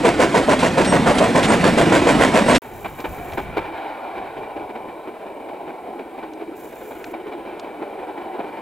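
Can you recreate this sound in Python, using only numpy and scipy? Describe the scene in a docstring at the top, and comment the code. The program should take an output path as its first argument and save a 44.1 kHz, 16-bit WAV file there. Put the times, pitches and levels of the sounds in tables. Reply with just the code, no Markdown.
"""Hillside above a railway

Heard from a hillside through a camcorder's two microphone ports. Close below, a steam engine works hard:
band-split noise makes the exhaust beats, coaches and steam spurts, and wavering sines the flange squeals.
After an abrupt cut and a moment of silence, a railcar train rolls far across the valley, its bogies knocking
in pairs in ringing noise over a flickering roar. Low noise gusts buffet the microphone. At the camcorder
itself, resonant noise whirs as the zoom motor, short bursts tick on the body, and the preamplifier hisses."""
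import sys
import numpy as np
from scipy import signal
from scipy.fft import rfft, irfft
from scipy.io import wavfile
from scipy.ndimage import uniform_filter1d

SR = 44100
rng = np.random.default_rng(int(sys.argv[2]) if len(sys.argv) > 2 else 0)


def int16_out(signal):
    """Quantize to a 16-bit WAV file."""
    q = np.round(np.clip(np.atleast_2d(signal).T, -1, 1) * 32767)
    wavfile.write(sys.argv[1], SR, q.astype(np.int16))


N = 379701
T = np.arange(N) / SR
FREQS = np.fft.rfftfreq(N, 1 / SR) + 1e-3  # Hz, kept off zero for the logarithms

# The near view ends and the far view starts [s]; upper limit of the sound [Hz]
CUT_S, RESUME_S = 2.582, 2.619
TOP_HZ = 15750

# Event levels are nominal: trims and random flutter in the functions, then the gain control, act on them.

# Close below: the four strokes of one turn of the driving wheels, late or early from uneven valve timing:
# (lateness [s], level [dB], blast length [s])
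WHEEL_STROKES = [(-0.0032, -13.0, 0.053), (0.00086, -13.5, .057), (0.0054, -13, .054), (0, -12, 0.058)]
# Treble of the exhaust beats: (time [s], level [dB])
BEAT_TREBLE = [(0.05, 1), (.7, -2), (1.4, -2), (1.95, 1.5)]
# First beat, nominal spacing, and how much each spacing shortens as the engine gathers speed
FIRST_BEAT_S, BEAT_S, QUICKEN_S = .038, .146, .00031
# Rolling coaches: (time [s], level [dB])
COACH_LEVEL = [(0, -21), (0.7, -19), (1.2, -18), (1.85, -16.6), (2.55, -17)]
# Spurts of steam: (time [s], level [dB], length [s], brightness [dB])
STEAM_SPURTS = [(.59, -24.5, 0.028, -1), (.845, -23, 0.015, -2), (1.182, -18, 0.0083, -1),
                (1.428, -19.5, 0.03, -3.5), (2.546, -15.5, 0.018, -1)]
# Wheel flange squeals: (time [s], length [s], pitch [Hz], level [dB])
FLANGE_SQUEALS = [(0.85, 0.096, 5590, -35), (.84, 0.12, 8160, -33.5), (0.85, 0.11, 8500, -32),
                  (1.145, .04, 9800, -36.5), (1.38, 0.14, 8130, -43), (1.42, 0.15, 7010, -40),
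                  (1.48, 0.035, 8480, -27.5), (2.04, .06, 8250, -47), (2.461, .08, 8480, -31.5)]

# Across the valley: bogies crossing rail joints:
# (time [s], leading axle level [dB], trailing axle level [dB], brightness [dB])
BOGIE_CROSSINGS = [(2.841, -25.5, -25, 4.5), (2.981, -31, -33, 3), (3.369, -22, -20.5, 4.5),
                   (4.168, -29, -28.5, -0.5), (4.556, -28, -29, -1.5), (4.687, -27, -31, -4),
                   (5.068, -27, -31.5, -4), (5.482, -29, -29.5, -3), (5.986, -30.5, -29, -2),
                   (6.222, -29.5, -32.5, -2.5), (6.718, -34.5, -30.5, -1.5), (7.129, -27.5, -28, -1.5),
                   (7.262, -30.5, -32.5, -2), (7.629, -33, -30, -0.5), (7.985, -35, -31, -0.5),
                   (8.385, -25, -29, -3)]
# Distance between the axles of a bogie; speed of the train at the start of the far view, and its gain
AXLE_GAP_M, SPEED_M_S, GAIN_M_S2 = 2.6, 13.25, .19
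# How long a knock holds; the fainter joints: knocks a second, level, brightness
KNOCK_S, CLATTER_PER_S, CLATTER_DB, CLATTER_BRIGHT_DB = .02, 5, -38.5, -1.5
# Roar of the distant wheels: (time [s], middle level [dB], treble level [dB])
ROAR_LEVELS = [(2.65, -41.5, -46), (3.81, -32.5, -39), (4.72, -35, -48), (5.17, -37.5, -47),
               (5.62, -37, -48.5), (6.74, -44, -49), (7.32, -39, -46.5), (8.6, -33.5, -44.5)]
# Its bass at the start of the far view, and its steady growth as the train comes nearer
RUMBLE_DB, RUMBLE_DB_PER_S = -40.5, 0.65

# Gusts on the microphone: (time [s], level [dB], time from onset to the start of the fall [s])
WIND_GUSTS = [(2.638, -38, 0.19), (2.99, -37.5, 0.56), (4.1, -57, .45), (6.65, -65, .8)]
BREEZE_DB, GUST_RISE_S, GUST_FALL_S = -61, 0.1, 0.14

# At the camcorder: zoom motor runs: (start [s], stop [s], level [dB])
ZOOM_RUNS = [(2.61, 3.45, -51), (6.556, 7.126, -53)]
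# Ticks of its body: (time [s], level [dB], resonance [Hz])
BODY_TICKS = [(3.003, -33, 2390), (3.321, -32, 1800), (3.334, -31.5, 1900), (6.335, -44, 3000),
              (7.042, -29, 1900), (7.596, -32.5, 2970)]

# Spectrum of the exhaust blast: (frequency [Hz], relative density [dB per Hz])
BLAST_SPECTRUM = [(60, -25), (130, -11), (240, -2.5), (370, -5.5), (520, 0), (700, -1.5), (780, -10.5),
                  (1000, -4), (1220, -15), (1450, -11), (2200, -15), (5500, -31), (8300, -29), (14500, -55)]
# Spectrum of the coaches: (frequency [Hz], relative density [dB per Hz])
COACH_SPECTRUM = [(25, -18), (50, -8.5), (95, -11), (170, -1), (290, 2), (430, -6), (720, -6.5),
                  (1200, -15), (2300, -16.5), (6200, -33.5), (8300, -31.5), (14500, -56)]
# Spectrum of the steam spurts: (frequency [Hz], relative density [dB per Hz])
STEAM_SPECTRUM = [(500, 1.5), (1500, 1), (3300, 0), (5500, -9.5), (8500, -9), (15000, -37)]
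# Spectrum of the distant train: (frequency [Hz], relative density [dB per Hz])
VALLEY_SPECTRUM = [(100, -28.5), (200, -12.5), (320, 1.5), (420, 0.5), (530, -5), (780, -1), (1020, -7),
                   (1170, -17.5), (1500, -17), (1850, -20.5), (2400, -22.5), (3900, -33), (6000, -51)]
# Spectrum of wind on the microphone: (frequency [Hz], relative density [dB per Hz])
WIND_SPECTRUM = [(20, -6), (50, 1), (140, 0), (230, -5.5), (500, -46)]
# Spectrum of the preamplifier hiss: (frequency [Hz], relative density [dB per Hz])
HISS_SPECTRUM = [(4000, 2.5), (6300, -5), (8300, 2.5), (15500, -1.5)]
# Metallic ring of the distant train: (frequency [Hz], width [Hz], level relative to its spectrum [dB])
TRAIN_RINGS = [(1475, 250, -8), (2330, 123, 8), (3010, 79, 0), (3810, 140, -1)]
# Modes of the camcorder housing: (frequency [Hz], width [Hz], relative level [dB])
HOUSING_MODES = [(7500, 1800, -0.5), (10100, 770, 0), (11600, 820, -1), (13600, 1200, 5)]

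# Between the ports, for sound from one side: (frequency [Hz], phase by which left leads [rad])
LEFT_LEAD = [(60, 0.08), (350, .36), (750, .53), (1500, .56), (3000, 0.38), (7000, 0.04)]
# Between the ports, for the near view: (frequency [Hz], left minus right [dB])
NEAR_BALANCE = [(60, -0.5), (700, -0.5), (1290, -3), (4400, -1.5), (8000, -0.8)]
# Difference noise against shared noise at the ports: (frequency [Hz], level [dB])
PORT_DIFFERENCE = [(50, -17), (200, -21), (600, -19), (1200, -15), (3000, -12.5), (7000, -12), (13000, -16)]


def exhaust(bark_db=2.5, hiss_db=2.0, bark_rasp_db=1.1, hiss_rasp_db=2.0, patchy_db=2.5, split_hz=1300):
    """Each cylinder stroke barks in the chimney at once; the ragged hiss of the jet swells after it."""
    body, hiss = split(scatter(noise(BLAST_SPECTRUM), patchy_db), split_hz)
    strokes = beats()
    bark, _ = puffs(strokes, rise=.013, fall=.024, sag_db=2.1)
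    _, jet = puffs(strokes, rise=0.019, fall=0.025, sag_db=1.9)
    eddies = walk(200)
    barking = body * bark * undb(bark_db + bark_rasp_db * eddies)
    hissing = hiss * jet * undb(hiss_db + hiss_rasp_db * eddies)
    return barking + hissing


def beats(count=18, uneven_db=0.9):
    """Four beats a wheel turn, slowly quickening: rows of (time [s], level [dB], length [s], brightness [dB])."""
    k = np.arange(count)
    late, db, length = np.array(WHEEL_STROKES)[k % len(WHEEL_STROKES)].T
    s = FIRST_BEAT_S + BEAT_S * k - QUICKEN_S * k ** 2 / 2 + late
    level_db = db + uneven_db * rng.standard_normal(count)
    bright_db = np.interp(s, *np.transpose(BEAT_TREBLE))
    return np.column_stack([s, level_db, length, bright_db])


def coaches(roll_db=-0.04, rattle_db=1.0, patchy_db=2.5):
    """Wheels rumble and rattle on the rails under the beats."""
    level_db, = curves(COACH_LEVEL)
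    rolling = scatter(noise(COACH_SPECTRUM), patchy_db)
    return rolling * undb(level_db + roll_db + rattle_db * walk(45))


def spurts(split_hz=5000):
    """Short, sharp escapes of steam."""
    body, hiss = split(noise(STEAM_SPECTRUM), split_hz)
    low, high = puffs(STEAM_SPURTS, rise=0.0017, fall=0.0083)
    return body * low + hiss * high


def flanges(waver=.004, flutter_db=2.8):
    """Flanges rub the curved rail and briefly set a high wheel mode singing."""
    out = np.zeros(N)
    warped_time = np.cumsum(1 + waver * walk(170)) / SR  # makes the pitches waver together
    for s, length, hz, db in FLANGE_SQUEALS:
        on = (T > s) & (T < s + length)
        swell = np.sin(np.pi * (T[on] - s) / length)
        out[on] += undb(db) * np.sqrt(2) * swell * np.sin(2 * np.pi * hz * warped_time[on])
    return out * undb(flutter_db * walk(50))


def rail_joints(knock_db=0.3, treble_db=1.2, rasp_db=1.7, split_hz=900):
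    """Wheels of the distant train knock on the rail joints; the ground on the way roughens each knock."""
    rough = unit(far_noise(patchy_db=1.5) * undb(rasp_db * walk(200)))
    body, hiss = split(rough, split_hz)
    low, high = puffs(knocks(), rise=0.0078, fall=0.02, sag_db=1.2)
    return undb(knock_db) * (body * low + undb(treble_db) * hiss * high)


def knocks(spread_db=0.5):
    """Axle pairs and random clatter as rows of (time [s], level [dB], length [s], brightness [dB])."""
    rows = []
    for s, leading_db, trailing_db, bright_db in BOGIE_CROSSINGS:
        speed = SPEED_M_S + GAIN_M_S2 * (s - RESUME_S)
        rows.append((s, leading_db, KNOCK_S, bright_db))
        rows.append((s + AXLE_GAP_M / speed, trailing_db, KNOCK_S, bright_db))
    # fainter joints, at scattered times and strengths
    for k, (when, strength) in enumerate(rng.uniform(-1.006, 1, size=(60, 2))):
        s = RESUME_S + (k + 1 + when) / CLATTER_PER_S
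        rows.append((s, CLATTER_DB + spread_db * strength, KNOCK_S, CLATTER_BRIGHT_DB))
    return rows


def valley(middle_db=0.0, treble_db=-0.3, flicker_db=1.15, sway_db=0.74, low_hz=550, high_hz=1150):
    """The slopes smear the rolling wheels into a flickering roar whose bass, middle and treble sway apart."""
    body, hiss = split(far_noise(patchy_db=2), high_hz)
    bass, mid = split(body, low_hz)
    middle, treble = curves(ROAR_LEVELS)
    rumble = RUMBLE_DB + RUMBLE_DB_PER_S * (T - RESUME_S)
    bands = [(bass, rumble), (mid, middle + middle_db), (hiss, treble + treble_db)]
    roar = sum(unit(x) * undb(db + sway_db * walk(17.1)) for x, db in bands)
    return roar * undb(flicker_db * walk(28.3))


def far_noise(patchy_db):
    """Noise of the distant train: dulled by the air, with a metallic ring."""
    x = noise(VALLEY_SPECTRUM)
    return scatter(x + resonances(x, TRAIN_RINGS), patchy_db)


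def wind(buffet_db=3.0):
    """Gusts swell, hold and die away over a light breeze; their eddies buffet the microphone."""
    force = undb(BREEZE_DB)
    for s, db, length in WIND_GUSTS:
        rise = np.clip((T - s) / GUST_RISE_S, 0, 1)
        fall = np.exp(-np.maximum(T - s - length, 0) / GUST_FALL_S)
        force = force + undb(db) * rise * fall
    return noise(WIND_SPECTRUM, apart_db=9) * force * undb(buffet_db * walk(11.4))


def camcorder(hiss_db=-60.0, gear_db=2.0, flutter_db=1.0, apart=0.37):
    """The gears of the zoom motor whir and flutter in the housing, and the preamplifier hisses."""
    running = sum(undb(db) * ((T > start) & (T < stop)) for start, stop, db in ZOOM_RUNS)
    shared = rng.standard_normal(N)
    grind = shared + apart * np.array([[1], [-1]]) * rng.standard_normal(N)
    teeth = undb(gear_db * walk(120) + flutter_db * walk(14))
    motor = unit(resonances(grind * teeth, HOUSING_MODES))
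    whir = motor * uniform_filter1d(running, size=600)  # softens each start and stop
    return whir + undb(hiss_db) * noise(HISS_SPECTRUM, apart_db=8)


def ticks(decay=.004, q=.8):
    """Fingers tick on the camcorder: each is a short burst in one broad resonance of its body."""
    out, age = np.zeros(N), T[:int(10 * decay * SR)]
    for s, db, hz in BODY_TICKS:
        body = signal.iirpeak(hz, q, fs=SR)
        once = signal.lfilter(*body, rng.standard_normal(len(age)))
        grit = unit(signal.lfilter(*body, once))
        start = int(s * SR)
        out[start:start + len(age)] += undb(db) * grit * np.exp(-age / decay)
    return out


def ports(x, balance_db=0):
    """A sound from one side differs in phase and level between the two ports."""
    half = undb(balance_db / 2) * np.exp(.5j * across(LEFT_LEAD))
    return irfft(rfft(x) * np.array([half, 1 / half]), N)


def scatter(x, depth_db, size=(3, 7)):
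    """Shifting reflections off rocks and ground: random patches of frequency and time grow or weaken."""
    frames = signal.stft(x, nperseg=2048)[2]
    field = signal.fftconvolve(rng.standard_normal(frames.shape[1:]), np.ones(size), "same")
    return unit(signal.istft(frames * undb(depth_db * unit(field)))[1][:, :N])


def puffs(table, rise, fall, sag_db=0):
    """Envelopes of the low and high part of puffs or knocks: each rises, sags while it holds, then dies away."""
    low, high = np.zeros((2, N))
    for s, db, length, bright_db in table:
        span = slice(max(int(s * SR), 0), int((s + .5) * SR))
        age = T[span] - s
        opening = np.clip(age / rise, 0, 1) ** 2
        sag = undb(sag_db * (1 - 2 * age / length))
        shape = opening * sag * np.exp(-np.maximum(age - length, 0) / fall)
        low[span] += undb(db) * shape
        high[span] += undb(db + bright_db) * shape
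    return low, high


def noise(points, apart_db=0):
    """Noise with a spectrum and rms 1 at two ports: a shared part, and a part opposite in sign at each."""
    mid, side = rng.standard_normal((2, 2 * len(FREQS))).view(complex)
    side = side * undb(across(PORT_DIFFERENCE) + apart_db)
    return unit(irfft(np.array([mid + side, mid - side]) * undb(across(points)), N))


def resonances(x, modes):
    """The ringing of (frequency [Hz], width [Hz], level [dB]) modes driven by x."""
    response = sum(undb(db) / (1 + 1j * (FREQS ** 2 - hz ** 2) / (FREQS * width)) for hz, width, db in modes)
    return irfft(rfft(x) * response, N)


def split(x, hz):
    """The parts of x below and above hz."""
    low = irfft(rfft(x) / (1 + (FREQS / hz) ** 8), N)
    return low, x - low


def walk(rate):
    """Random wander joined by straight lines, about rate swings a second; rms 1."""
    knots = rng.standard_normal(int(2 * rate * N / SR) + 2)
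    return unit(np.interp(2 * rate * T, np.arange(len(knots)), knots))


def curves(table):
    """The columns of a time table, one value a sample."""
    s, *columns = np.transpose(table)
    return [np.interp(T, s, c) for c in columns]


def across(points):
    """A (frequency [Hz], value) table on every frequency."""
    hz, value = np.transpose(points)
    return np.interp(np.log(FREQS), np.log(hz), value)


def undb(db):
    """Decibels to gain."""
    return 10 ** (np.asarray(db) / 20)


def unit(x):
    """Scale to rms 1."""
    return x / np.sqrt(np.mean(x ** 2))


def scene():
    """The close pass, a moment of silence, then the far view."""
    near = ports(exhaust() + coaches() + spurts() + flanges(), across(NEAR_BALANCE))
    far = ports(rail_joints() + valley() + wind()) + camcorder() + ticks()
    return near * (T < CUT_S) + far * (T > RESUME_S)


def record(dry, limit_db=-12.0):
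    """Gain control holds down the loudest stretches, peaks are rounded off, and the top is cut."""
    power = uniform_filter1d(np.mean(dry ** 2, axis=0), size=800)
    excess = np.maximum(power / undb(limit_db) ** 2, 1)
    held = dry / excess ** (1 / 3)  # 3 dB more in gives 1 dB more out above the limit
    rounded = held / (1 + held ** 8) ** (1 / 8)
    return signal.sosfilt(signal.ellip(10, .2, 70, TOP_HZ, fs=SR, output="sos"), rounded)


dry = scene()
out = record(dry)
int16_out(out)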